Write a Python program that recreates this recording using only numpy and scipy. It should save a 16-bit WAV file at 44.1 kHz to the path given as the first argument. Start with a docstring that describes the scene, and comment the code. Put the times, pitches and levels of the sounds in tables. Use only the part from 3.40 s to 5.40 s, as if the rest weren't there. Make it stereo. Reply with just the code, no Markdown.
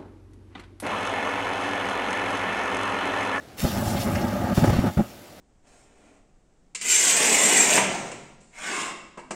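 """Burning gas jets roar as two lighters split open in turn in a heap alight on an outdoor table.
Each turbulent jet hisses, coloured by the resonances of its casing, then catches with a thump and
feeds a fluttering flame over a rumble of hot gas. As the gas runs out the flame breaks into separate
puffs, drops out and flares once more. Nearby surfaces add a brief scatter, and the low rush and
faint crackle of the fire lie under it all."""
import sys
import numpy as np
from scipy import signal
from scipy.fft import rfft, irfft
from scipy.io import wavfile

SR = 44100
rng = np.random.default_rng(int(sys.argv[2]) if len(sys.argv) > 2 else 0)


def wav_record(signal):
    """Record a signal, one row per channel, as 16-bit PCM in the file named by sys.argv[1]."""
    frames = np.transpose(np.atleast_2d(signal))
    bounded = np.clip(frames, -1, 1)
    # unit amplitude maps onto the largest positive 16-bit level
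    quanta = np.round(bounded * 32767).astype(np.int16)
    wavfile.write(sys.argv[1], SR, quanta)


N = 88200
TIME, HZ = np.arange(N) / SR, np.fft.rfftfreq(N, 1 / SR)

# Left-right correlation of the fire, the flame and the hiss (f/Hz, coefficient)
BED_COHERENCE = [(100, 0.8), (300, 0.85), (500, 0.39), (700, 0.18), (1000, 0.63), (3000, 0.34),
                 (8000, 0.29)]
FLAME_COHERENCE = [(130, .994), (300, .975), (700, .945), (1400, .86), (3000, .68), (8000, .25)]
JET_COHERENCE = [(1000, 1), (3000, 0.3), (7000, 0.22), (15000, -0.18)]
# Stereo balance (f/Hz, left minus right level/dB)
BALANCE_DB = [(60, -1.5), (200, -.5), (380, -2.5), (700, -2), (1290, -3.5), (2380, -4), (4400, 0.5),
              (8120, -1), (15000, -2)]
# Spectra of the fire, hiss, thumps and rumble, puffs and flame (f/Hz, relative level/dB)
BED_SPECTRUM = [(25, -18), (75, -1), (120, -5), (280, 0), (420, -4), (540, -4.5), (600, 0), (680, -4.5),
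                (720, -1), (800, -6), (1000, -13.5), (1300, -12), (2500, -17), (4200, -18.5), (8000, -25),
                (15000, -32)]
JET_SPECTRUM = [(300, 1), (1000, 0.5), (1600, -2), (3500, 1), (6500, -3.5), (8500, -4.5), (12000, -3),
                (15500, -2.5)]
THUMP_SPECTRUM = [(15, -28), (30, -24), (60, -6.5), (105, 4), (150, -11.5), (300, -59), (1000, -83)]
PUFF_SPECTRUM = [(30, -18), (100, -14.5), (160, 2), (212, 3), (255, -3), (298, -17.5), (335, -6.5),
                 (465, -22), (578, -9.5), (645, -26), (728, -9), (778, -23), (822, -11), (940, -30),
                 (1200, -22.5), (2000, -33), (4000, -41), (15000, -54)]
FLAME_SPECTRUM = [(25, -24), (60, -14.5), (110, 0), (145, -8.5), (205, 2), (255, -2), (298, -16.5),
                  (328, -5), (390, -14), (460, -20), (530, -12), (578, -3.5), (645, -14), (728, -5.5),
                  (778, -19.5), (822, -4.5), (862, -16.5), (895, -11), (935, -21), (1120, -22), (1190, -16),
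                  (1265, -17), (1500, -25), (1610, -15), (1720, -24.5), (2500, -31), (5000, -39.5),
                  (15000, -56)]
# Reflection from the table and the ground (f/Hz, gain/dB)
SCATTER_GAIN = [(100, -26), (300, -46), (800, -20.5), (1500, -5.5), (4000, -6), (15000, -6)]
# Resonances of the split casings (f/Hz, width/Hz, gain/dB)
CASING_MODES = [(2110, 97, 6.5), (3960, 55, 9), (5390, 80, 6), (6750, 1500, 3), (12300, 60, 0)]
# Sputters in the jets (t/s, half length/s, level/dB, centre f/Hz, half width/octaves)
GAS_SPURTS = [(0.279, 0.027, -40, 3900, 0.3), (0.484, 0.032, -37.5, 5100, 0.9),
              (0.517, 0.017, -38.5, 5640, 1), (0.576, 0.0087, -34, 2450, 0.77),
              (.617, 0.017, -35, 3100, 0.86), (0.621, 0.03, -38, 9000, 0.92),
              (.685, 0.021, -42.5, 2100, 0.14), (0.734, .04, -46, 10500, 0.57),
              (0.757, 0.0034, -29, 2140, 0.33), (.758, .005, -38.5, 5300, .3),
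              (.785, 0.0098, -36, 2220, 0.41), (0.818, 0.0099, -40.5, 3520, 0.85),
              (0.884, 0.006, -43.5, 5200, 0.48), (1.185, 0.025, -38.5, 3500, 0.9),
              (1.276, 0.021, -43.5, 3600, 0.88), (1.361, 0.041, -38, 2380, 0.86)]
# Escaping gas (start t/s, rise time/s, level/dB, decay rate/(dB/s))
GAS_JETS = [(0.167, 0.037, -33.5, 12), (1.137, 0.014, -38, 24.5)]
# Igniting gas pockets (t/s, half length/s, roar level/dB, thump level/dB, tilt/(dB/octave))
IGNITIONS = [(0.237, 0.0066, -22, -28.5, -3.5), (0.249, 0.0038, -18.5, -17, -1),
             (0.3, 0.0061, -35, -33, -1), (0.377, 0.0064, -28, -24.5, 1), (0.483, 0.0049, -30, -20.5, 2),
             (0.548, 0.01, -24.5, -25, 2), (0.675, 0.0096, -22, -39, -0.5), (0.842, 0.02, -28, -32, -0.5),
             (1.132, 0.0035, -22, -34, 0.5), (1.177, 0.0035, -14, -23, 0.5), (1.185, .004, -16.5, -16, 0.5),
             (1.23, 0.0041, -18, -22, -3.5), (1.244, 0.0056, -13, -29, 0), (1.259, 0.0054, -24, -29, 2.5),
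             (1.279, 0.0044, -18.5, -22, 0.5), (1.302, 0.0061, -19.5, -13, 1.5),
             (1.336, 0.0066, -20, -19.5, 1), (1.349, 0.0054, -21, -24, -0.5),
             (1.367, 0.0027, -19.5, -19, 1), (1.394, 0.0055, -15.5, -16.5, -0.5),
             (1.444, 0.0078, -19, -33, -1), (1.473, 0.012, -20.5, -24.5, 1), (1.579, 0.0049, -18, -19, 0),
             (1.601, 0.012, -14.5, -27, -2.5)]
# Envelopes of the rumble and the flame (t/s, level/dB)
RUMBLE_ENVELOPE = [(.21, -80), (.28, -40), (.38, -36), (.5, -38), (.62, -40), (.76, -31), (.85, -42),
                   (1.13, -48), (1.2, -31), (1.3, -25), (1.38, -30), (1.49, -36), (1.54, -64)]
FLAME_ENVELOPE = [(.16, -61), (.22, -45), (.26, -25.5), (.3, -30.5), (.36, -25.5), (.6, -28.5), (.7, -25.5),
                  (.95, -25.5), (1.125, -23.5), (1.155, -38), (1.18, -27.5), (1.26, -24), (1.37, -29),
                  (1.44, -24.5), (1.49, -28.5), (1.53, -43), (1.565, -45), (1.62, -33.5), (1.68, -47.5),
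                  (2, -67)]


def amp(db):
    """Amplitude ratio of a level in decibels."""
    return 10 ** (np.asarray(db) / 20)


def unit(x):
    """Normalisation to rms 1."""
    return x / np.sqrt(np.mean(x ** 2) + 1e-20)


def over_hz(points):
    """Interpolation of an (f/Hz, value) table on a logarithmic frequency axis."""
    hz, value = np.transpose(points)
    return np.interp(np.log(HZ + 1), np.log(hz), value)


def wander(rate_hz):
    """Band-limited random fluctuation of rms 1, rolling off above rate_hz."""
    spectrum = rfft(rng.standard_normal(N))
    return unit(irfft(spectrum * (HZ > rate_hz / 10) / (1 + (HZ / rate_hz) ** 4), N))


def turbulence(spectrum_db, coherence):
    """Shaped stereo noise of rms 1; the ratio of mid to side power sets the correlation."""
    mid, side = rfft(rng.standard_normal((2, N)))
    correlation = np.clip(over_hz(coherence), -1, 1)
    mid, side = mid * np.sqrt(1 + correlation), side * np.sqrt(1 - correlation)
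    pan_db = over_hz(BALANCE_DB) / 2
    channels = np.array([(mid + side) * amp(pan_db), (mid - side) * amp(-pan_db)])
    return unit(irfft(channels * amp(spectrum_db), N))


def burst(noise, at, half_s):
    """Noise under a Gaussian envelope of standard deviation half_s, with rms 1 at the crest."""
    bell = np.exp(-((TIME - at) / half_s) ** 2 / 2)
    return unit(noise * bell) * np.sqrt(np.mean(bell ** 2))


def fire_bed(rush_db=-46, flicker_db=0.3, crackle_db=-65, crackles_per_s=77, decay_s=0.0008):
    """Combustion noise of the heap: a steady rush, with decaying crackles in a Poisson process."""
    rush = amp(rush_db) * turbulence(over_hz(BED_SPECTRUM), BED_COHERENCE)
    rush *= amp(flicker_db * wander(rate_hz=60))
    onsets = rng.random(N) < crackles_per_s / SR
    snaps = onsets * amp(5 * np.minimum(rng.exponential(1, N), 2))  # spread over 10 dB
    envelope = signal.lfilter([1], [1, -np.exp(-1 / (decay_s * SR))], snaps)
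    crackle = envelope * turbulence(over_hz(JET_SPECTRUM), FLAME_COHERENCE)
    return rush + amp(crackle_db) * unit(crackle)


def scatter(x, t60_s=0.089):
    """Diffuse reflection from nearby surfaces: convolution with exponentially decaying noise."""
    tail = unit(turbulence(0, FLAME_COHERENCE) * amp(-60 * TIME / t60_s)) / np.sqrt(N)  # unit energy
    reflections = signal.fftconvolve(x, tail, axes=1)[:, :N]
    return irfft(rfft(reflections) * amp(over_hz(SCATTER_GAIN)), N)


def rumble():
    """Billowing hot gas radiates low-frequency noise that swells under each flame."""
    envelope = amp(np.interp(TIME, *np.transpose(RUMBLE_ENVELOPE)))
    return envelope * turbulence(over_hz(THUMP_SPECTRUM), FLAME_COHERENCE)


def casing_resonance_db():
    """Resonance of the split casings raises faint Lorentzian peaks in the hiss."""
    return sum(db / (1 + (2 * (HZ - hz) / width) ** 2) for hz, width, db in CASING_MODES)


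def spurts(rough_db=0.5):
    """Sputtering gas radiates short bursts of band-limited jet noise."""
    out = np.zeros((2, N))
    roughness = amp(rough_db * wander(rate_hz=200))
    for at, half_s, db, hz, octaves in GAS_SPURTS:
        band_db = -10 * np.log10(1 + (np.log2((HZ + 1) / hz) / octaves) ** 6)
        hiss = turbulence(band_db + casing_resonance_db(), FLAME_COHERENCE)
        out += amp(db) * burst(hiss * roughness, at, half_s)
    return out


def sizzle(hiss, depth_db=2.5, width_hz=127, life_s=0.033, frame=512):
    """Random modulation in time and frequency gives the hiss short-lived patches of colour."""
    spectra = signal.stft(hiss, nperseg=frame)[2]
    across_hz = signal.windows.gaussian(21, width_hz * frame / SR / 2)
    along_time = signal.windows.gaussian(41, life_s * SR / frame)
    kernel = np.outer(across_hz, along_time)
    patches = unit(signal.fftconvolve(rng.standard_normal(spectra.shape[1:]), kernel, "same"))
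    return unit(signal.istft(spectra * amp(depth_db * patches), nperseg=frame)[1][:, :N])


def jets(overshoot_db=4.5, overshoot_s=0.099, rough_db=2.04):
    """Jet noise rises fast, overshoots and fades as the pressure falls; the two jets add in power."""
    power = np.zeros(N)
    for start, rise_s, db, fade_db_per_s in GAS_JETS:
        age = np.maximum(TIME - start, 0)
        opening = np.minimum(age / rise_s, 1)
        level_db = db - fade_db_per_s * age + overshoot_db * np.exp(-(age / overshoot_s) ** 2)
        power += (opening * amp(level_db)) ** 2
    hiss = sizzle(turbulence(over_hz(JET_SPECTRUM) + casing_resonance_db(), JET_COHERENCE))
    return np.sqrt(power) * hiss * amp(rough_db * wander(rate_hz=250))


def puffs(pivot_hz=224):
    """Sudden ignition of a gas pocket radiates a short roar, dull or bright, over a low thump."""
    out = np.zeros((2, N))
    thump = turbulence(over_hz(THUMP_SPECTRUM), FLAME_COHERENCE)
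    octaves_above = np.log2(np.maximum(HZ / pivot_hz, 1))
    for at, half_s, roar_db, thump_db, tilt in IGNITIONS:
        body = turbulence(over_hz(PUFF_SPECTRUM) + tilt * octaves_above, FLAME_COHERENCE)
        out += amp(roar_db) * burst(body, at, half_s) + amp(thump_db) * burst(thump, at, half_s)
    return out


def roar(flutter_db=1):
    """Turbulent combustion of the jets: a hollow roar whose amplitude modulation is heard as flutter."""
    envelope = amp(np.interp(TIME, *np.transpose(FLAME_ENVELOPE)))
    flutter = amp(flutter_db * wander(rate_hz=67))
    return envelope * unit(turbulence(over_hz(FLAME_SPECTRUM), FLAME_COHERENCE) * flutter)


def scene():
    """Superposition of the flaring gas, its reflections and the fire in the open air."""
    flare = jets() + spurts() + roar() + puffs() + rumble()
    return flare + scatter(flare) + fire_bed()


def record(dry, cutoff_hz=15850):
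    """A linear-phase low-pass filter limits the bandwidth."""
    lowpass = signal.firwin(511, cutoff_hz, window=("kaiser", 9), fs=SR)
    return signal.oaconvolve(dry, lowpass[None], "same")


dry = scene()
out = record(dry)
wav_record(out)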